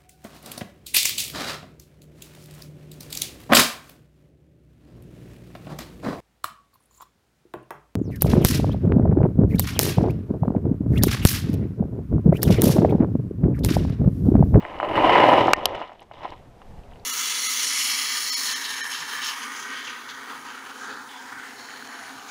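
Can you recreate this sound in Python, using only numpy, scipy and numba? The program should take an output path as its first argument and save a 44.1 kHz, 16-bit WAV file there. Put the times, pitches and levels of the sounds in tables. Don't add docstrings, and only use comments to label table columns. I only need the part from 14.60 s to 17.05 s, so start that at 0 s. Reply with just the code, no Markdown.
import sys
import numpy as np
from scipy import signal
from scipy.fft import rfft, irfft
from scipy.io import wavfile
from scipy.ndimage import uniform_filter1d
from numba import njit

SR = 44100
rng = np.random.default_rng(int(sys.argv[2]) if len(sys.argv) > 2 else 0)


def to_wav(sig):
    pcm = np.clip(np.atleast_2d(sig), -1, 1) * 32767
    pcm = np.round(pcm).astype(np.int16)
    wavfile.write(sys.argv[1], SR, pcm.T)


def boost(x):
    u = np.asarray(x, float) / 20
    return 10 ** u


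N = 108045


def unit(x):
    return x / np.sqrt(np.mean(x ** 2))


def colour(x, points):
    hz, db = np.array(points, float).T
    grid_hz = np.maximum(np.fft.rfftfreq(8192, 1 / SR), 1)
    cepstrum = irfft(np.log(boost(np.interp(np.log(grid_hz), np.log(hz), db))))
    cepstrum[1:4096] *= 2
    cepstrum[4097:] = 0
    impulse = irfft(np.exp(rfft(cepstrum)))[:4096]
    return signal.fftconvolve(x, impulse)[:len(x)]


def ring(x, hz, width_hz):
    return signal.lfilter(*signal.iirpeak(hz, hz / width_hz, fs=SR), x)


def high_pass(x, order, hz):
    return signal.sosfilt(signal.butter(order, hz, "high", fs=SR, output="sos"), x)


@njit
def grains(n, start, turn, fade, size):
    out = np.zeros(n)
    for k in range(len(start)):
        z, p, i = size[k] + 0j, fade[k] * np.exp(1j * turn[k]), start[k]
        while i < n and abs(z) > .003 * abs(size[k]):
            out[i] += z.imag
            z *= p
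            i += 1
    return out


def knocks(start_s, hz, cycles, size):
    first = (start_s * SR).astype(np.int64)
    return grains(N, first, 2 * np.pi * hz / SR, np.exp(-hz / cycles / SR), 1. * size)


def shower(busy, per_s, lo_hz, hi_hz, cycles, spread_db):
    most = 12000
    place, pitch, luck, sign, chance = rng.random((most, 5)).T
    share = busy[(place * N).astype(int)]
    hz = lo_hz * (hi_hz / lo_hz) ** pitch
    size = boost(-spread_db * np.log(luck + .02)) * np.sign(sign - .5)
    size = size * (np.arange(most) < per_s * N / SR)
    size = size * (chance < share) / np.sqrt(share)
    return unit(knocks(place * N / SR, hz, cycles, size))


def walk(rate_hz):
    k = int(SR / rate_hz)
    return unit(uniform_filter1d(uniform_filter1d(rng.standard_normal(N), k), k))


# pitch in Hz, width in Hz, level in dB.
CASE_RESONANCES = [(321.4, 97, -5.5), (597, 88, 1), (782, 130, 0), (1015, 87, 2.5), (1254, 74, -4.5),
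                   (2027, 520, -8), (2951, 176, -4.5), (4050, 576, -27), (5400, 770, -36)]
# frequency in Hz, gain in dB.
CASE_LEAK = [(100, -21), (250, -19), (3000, -27), (5000, -36.5), (7000, -58), (10000, -44), (14000, -51.5)]


def through_case(x):
    out = colour(x, CASE_LEAK)
    for k, (hz, width_hz, db) in enumerate(CASE_RESONANCES):
        out = out + (-1) ** k * boost(db) * ring(x, hz, width_hz)
    return out


# peak in seconds, stone surge in dB, grit surge in dB, fade in seconds.
CRUNCHES = [(0.097, -6, 2.5, 0.005), (0.153, 4.5, 1, 0.011), (0.246, 7.5, 12.5, 0.014),
            (.289, 4, 10.5, 0.013), (.313, 4, 2.5, 0.013), (0.356, 4, 7.5, .015), (0.377, 5, 1, 0.014),
            (0.423, 4.5, 1.5, 0.011), (0.446, 8, 3.5, 0.021), (.495, 4.5, 6.5, 0.0088),
            (0.531, -2.5, 5, 0.02), (.558, 4.5, 1.5, 0.0068), (.581, 8, 3.5, 0.016), (0.6, 3.5, 4, 0.02),
            (.634, 10, 5, 0.013), (.664, -9, 3, 0.0072), (0.687, 3, 7.5, 0.014), (0.72, -1, 5, 0.0075),
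            (0.73, 6.5, 1.5, 0.022), (0.773, 3, 4.5, 0.0091), (0.781, 8, 2, 0.0082),
            (0.808, -0.5, 6.5, .008), (0.816, 3, 0, 0.013), (0.901, -2, 5.5, .01), (0.913, 6, 3.5, 0.013),
            (1, 4, -6, 0.0062), (1.032, 3, 0.5, 0.022), (1.107, 5, -4, .01), (1.136, 9, 2, 0.0093),
            (1.149, 7, 5.5, 0.01), (1.203, 0, 4, 0.0071), (1.278, 5, 6.5, .012), (1.353, 7, 8, .01),
            (1.403, 5, 9, .008), (1.413, 8.5, 13, 0.011), (1.4194, 19.5, 13, .012), (1.468, 5, 7.5, 0.0057),
            (1.536, 3, 10.5, 0.018), (1.583, 6.5, 2.5, 0.0085), (1.607, 6, -1, .01),
            (1.633, 4, 8.5, 0.0093), (1.647, 11, 3, 0.014), (1.677, -7, 8, .015), (1.703, 2, 9, 0.0065),
            (1.722, 13, 9, 0.04), (1.765, 3, 9, .015), (1.795, 2, 10, .01)]


def surge(t, column):
    rise_s, lift_db = .002, 0
    for crunch in CRUNCHES:
        since_s = t - crunch[0]
        rise = np.clip(since_s / rise_s + 1, 0, 1)
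        lift_db = lift_db + crunch[column] * rise * np.exp(-np.clip(since_s, 0, None) / crunch[3])
    return lift_db


# time in seconds, level in dB, grit share in dB, tyre weight in dB,
# sand spray in dB.
SKID = [(0, -38.5, 4, -17, 6), (.19, -38, 4, 7.5, 4), (.245, -27, -8.5, -2, -17), (0.332, -27.5, 3.5, 8, 1),
        (0.388, -18, 0, 3, -1.5), (.55, -18, 6.5, 2, 6.5), (.7, -14, 0, 5, 2), (0.828, -21, 4.5, 8, 8.5),
        (0.923, -23, -4, 4.5, 4.5), (0.943, -45, 17, -15, -3), (0.981, -29, -1, 2.5, 6),
        (1.23, -37, 6, -5, 10.5), (1.3, -53, 7.5, -6.5, 16.5), (1.49, -68, -0.5, 11.5, 16.5),
        (1.529, -50, -1, -10.5, 10.5), (1.655, -40.5, 3.5, 2, 13), (1.72, -50, 5, 10, 13),
        (1.82, -65, -0.5, 0, 14)]
# frequency in Hz, gain in dB.
SAND_COLOUR = [(2200, -21.5), (3300, 1.5), (4150, -7), (4500, -16), (5200, -10.5), (7000, -21.5),
               (10000, -32.5)]


def skid(t):
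    rows = np.array(SKID, float)
    level_db, grit_db, weight_db, spray_db = (np.interp(t, rows[:, 0], col) for col in rows.T[1:])
    end_s, end_db = rows[-1, :2]
    level_db = np.where(t > end_s, end_db - 60 * (t - end_s), level_db)
    sparse_below_db, sparse_slope, slide_ends_s = -26, .6, 1.2
    fewest = np.where(t < slide_ends_s, .5, .4)
    busy = np.clip(boost(sparse_slope * (level_db - sparse_below_db)), fewest, 1)
    stone_surge_db, grit_surge_db = surge(t, column=1), surge(t, column=2)

    stones = shower(busy, 1600, lo_hz=472.4, hi_hz=1500, cycles=0.93, spread_db=1.5)
    grit = shower(busy, 2500, lo_hz=1500, hi_hz=14200, cycles=0.33, spread_db=1.3)
    thud = shower(busy, 300, lo_hz=200, hi_hz=450, cycles=0.28, spread_db=4.5)
    ground = ring(shower(busy, 90, lo_hz=90, hi_hz=180, cycles=.75, spread_db=2), 130, 110)
    sand = colour(shower(busy, 3000, lo_hz=3000, hi_hz=15000, cycles=.45, spread_db=3.0), SAND_COLOUR)
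    hiss = colour(rng.standard_normal(N), [(4000, -19.0), (8000, 4.5), (15000, -0.5)])

    body = boost(stone_surge_db) * unit(through_case(stones))
    body = body + boost(-4.5 + grit_db + grit_surge_db) * unit(through_case(grit))
    body = body + boost(-10.5 + weight_db + stone_surge_db / 2) * unit(through_case(thud))
    body = body + boost(-19 + weight_db) * ground
    body = body + boost(-26.5 + spray_db + grit_surge_db) * unit(sand)
    body = body + boost(-45.5 + weight_db + grit_surge_db) * hiss
    settle_db, wander_db = -2.5, 0.45
    return high_pass(body * boost(level_db + settle_db + wander_db * walk(45)), 3, 85)


# landing in seconds, peak in dB, pitch in Hz, brightness in dB.
PEBBLES = [(.0275, -24, 930, -14.5), (.0508, -20.5, 950, 3), (.2006, -5.5, 1020, -15),
           (.2293, -5, 825, -17), (.4955, 0, 880, -14), (.559, -2, 726, -2), (.8815, 3, 794, -33),
           (1.151, -14, 780, -11), (1.2158, -11, 670, -16), (1.2945, -24.5, 829, -13),
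           (1.3185, -22.5, 635, -21), (1.3385, -31, 656, -24), (1.393, -39, 568, -8),
           (1.4245, -36, 450, -10), (1.5128, -21, 680, -22), (1.585, -34, 641, -12),
           (1.6315, -24, 824, -16), (1.6535, -16, 770, -27), (1.7225, -26.5, 674, -10),
           (2.0175, -29.5, 1000, -22), (2.1815, -34, 617, -24), (2.3205, -33, 720, -8),
           (2.358, -33, 563, -17)]


def pebbles():
    start_s, peak_db, hz, bright_db = np.array(PEBBLES, float).T
    lag_s = 0.0033 + 0.0012 * rng.random(len(start_s))
    low = knocks(start_s, hz, 0.53, boost(peak_db))
    bounce = knocks(start_s + lag_s, 0.93 * hz, 1.1, boost(peak_db - 13))
    tick = boost(17.5) * knocks(start_s, 0 * start_s + 1900, 0.84, boost(peak_db + bright_db))
    scatter_db, scatter_s = -22, .008
    puff = knocks(start_s, 0 * start_s + 30, 30 * scatter_s, boost(peak_db + scatter_db + 20))
    scatter = 2 * ring(rng.standard_normal(N) * puff, 1200, 2200)
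    direct = boost(3) * ring(ring(low, 1100, 1400), 1100, 1400)
    return direct + boost(-5.0) * through_case(low + bounce + tick + scatter)


# start in seconds, peak in dB, pitch in Hz, width in Hz.
CHIPS = [(0.189, -38, 3000, 2500), (0.871, -31, 5000, 4000), (0.966, -38, 4700, 3000),
         (1.043, -49, 4800, 2000), (1.152, -42, 5200, 5050), (1.332, -55, 5000, 5050),
         (1.394, -42, 2630, 1290), (1.405, -51.5, 9900, 6000), (1.428, -51, 5940, 4980),
         (1.535, -47, 3480, 3000), (1.704, -41, 3500, 3000), (2.018, -46.5, 3000, 2500),
         (2.235, -49, 2700, 1200), (2.313, -47.5, 2880, 1500), (2.335, -45, 3160, 1500),
         (2.358, -47, 2940, 1500), (2.397, -48.5, 4300, 1500)]


def chips():
    out, fade_s = np.zeros(N), .0015
    for start_s, peak_db, hz, width_hz in CHIPS:
        chip = rng.standard_normal(400) * np.exp(-np.arange(400) / SR / fade_s)
        for _ in range(3):
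            chip = ring(chip, hz, width_hz)
        i = int(start_s * SR)
        out[i:i + len(chip)] += boost(peak_db) * chip / np.abs(chip).max()
    return out


# start in seconds, crack in dB, rattle in seconds, ring delay in seconds,
# rise in seconds.
STRIKES = [
    (0.933, -11.5, 0.0022, 0.0013, 0.00038),
    (1.0555, -12.5, 0.0022, .0012, .0001),
]
# frequency in Hz, gain in dB.
CRACK_COLOURS = [
    [(700, 6), (2000, -4), (5000, 8), (8000, -3.5), (13000, -24), (16000, -42)],
    [(500, -12), (2000, -2), (4500, 1.5), (8000, -12.5), (13000, -11), (16000, -26)],
]
# pitch in Hz, level in dB, 60 dB decay in seconds.
CASE_MODES = [
    [(1205, -6, 0.013), (1500, 10.5, 0.004), (1830, -24.5, 0.11), (2010, -28.5, .08), (2360, 4.5, 0.0077),
     (2740, 1, 0.0099), (4400, -24, 0.0096), (5200, -19, 0.0025), (6900, -23, .004)],
    [(770, -12.5, 0.02), (1020, -15, 0.0067), (1710, -25, 0.019), (3090, -6.5, 0.009), (3970, -13.5, 0.011),
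     (4860, -26, 0.03)],
]


def strikes(t):
    out = 0
    for (start_s, crack_db, rattle_s, late_s, rise_s), shade, modes in zip(STRIKES, CRACK_COLOURS, CASE_MODES):
        since_s = np.clip(t - start_s, 0, None)
        env = np.minimum(since_s / rise_s, 1) * np.exp(-np.clip(since_s - rattle_s, 0, None) / 0.00047)
        crack = colour(env * rng.standard_normal(N), shade)
        crack = crack * np.sqrt(rattle_s * SR / np.sum(crack ** 2))
        hz, db, t60_s = np.array(modes, float).T
        rings = knocks(0 * hz + start_s + late_s, hz, hz * t60_s / np.log(1000), boost(db))
        out = out + boost(crack_db) * crack + uniform_filter1d(rings, size=5)
    return high_pass(out, 2, 450)


# start in seconds, peak in dB, pitch in Hz, length in cycles.
BUMPS = [
    (.31, -35, 111, 1.3),
    (0.369, -26, 97, 2.4),
    (0.809, -22, 127, 1.8),
    (1.055, -38, 70, 1.1),
    (1.15, -32, 147, 1.5),
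    (1.87, -46, 64.6, 1.5),
    (2.18, -36, 58, 1.1),
    (2.285, -36, 64.3, 1.7),
]


def bumps():
    start_s, peak_db, hz, cycles = np.array(BUMPS, float).T
    return uniform_filter1d(knocks(start_s, hz, cycles, boost(peak_db)), size=150)


# time in seconds, level in dB.
GUSTS = [(0, -53), (.3, -53.5), (.4, -51), (.9, -54), (.97, -51), (1.3, -66), (1.6, -57.5), (1.95, -56),
         (2.1, -52.5), (2.45, -48.5)]
# frequency in Hz, gain in dB.
WIND_COLOUR = [(20, 0.5), (50, -4), (90, -4), (200, -11.5), (400, -27.5), (1000, -59)]


def wind(t):
    gust_db = np.interp(t, *np.array(GUSTS, float).T) + 5 + 3 * walk(22)
    return unit(colour(rng.standard_normal(N), WIND_COLOUR)) * boost(gust_db)


# frequency in Hz, gain in dB.
AIR_COLOUR = [(88, -27.5), (150, -4), (312, -11), (441, -5.5), (624, -8), (687, -4), (1230, -18),
              (2860, -26), (15000, -44)]


def far_air(t):
    duck_s, duck_db, hold_s, recover_db_per_s = 0.81, -8, 0.51, 10
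    recovery_db = recover_db_per_s * np.clip(t - duck_s - hold_s, 0, None)
    gain_db = np.where(t > duck_s, np.minimum(duck_db + recovery_db, 0), 0)
    level_db = -51.5 + 0.5 * walk(25) + uniform_filter1d(gain_db, size=88)
    return unit(colour(rng.standard_normal(N), AIR_COLOUR)) * boost(level_db)


def scene():
    t = np.arange(N) / SR
    gravel = skid(t) + pebbles() + chips()
    return (gravel + strikes(t) + bumps() + wind(t) + far_air(t))[None]


def roll_off(x):
    return signal.sosfilt(signal.butter(12, 16480, fs=SR, output="sos"), x)


def record(dry):
    ceiling = .9
    drive = dry / ceiling
    rounded = np.tanh(drive ** 3 / 3 + drive) * ceiling
    heard = signal.sosfilt(signal.cheby2(10, 45, 15800, fs=SR, output="sos"), rounded)
    return roll_off(heard)


dry = scene()
out = record(dry)
to_wav(out)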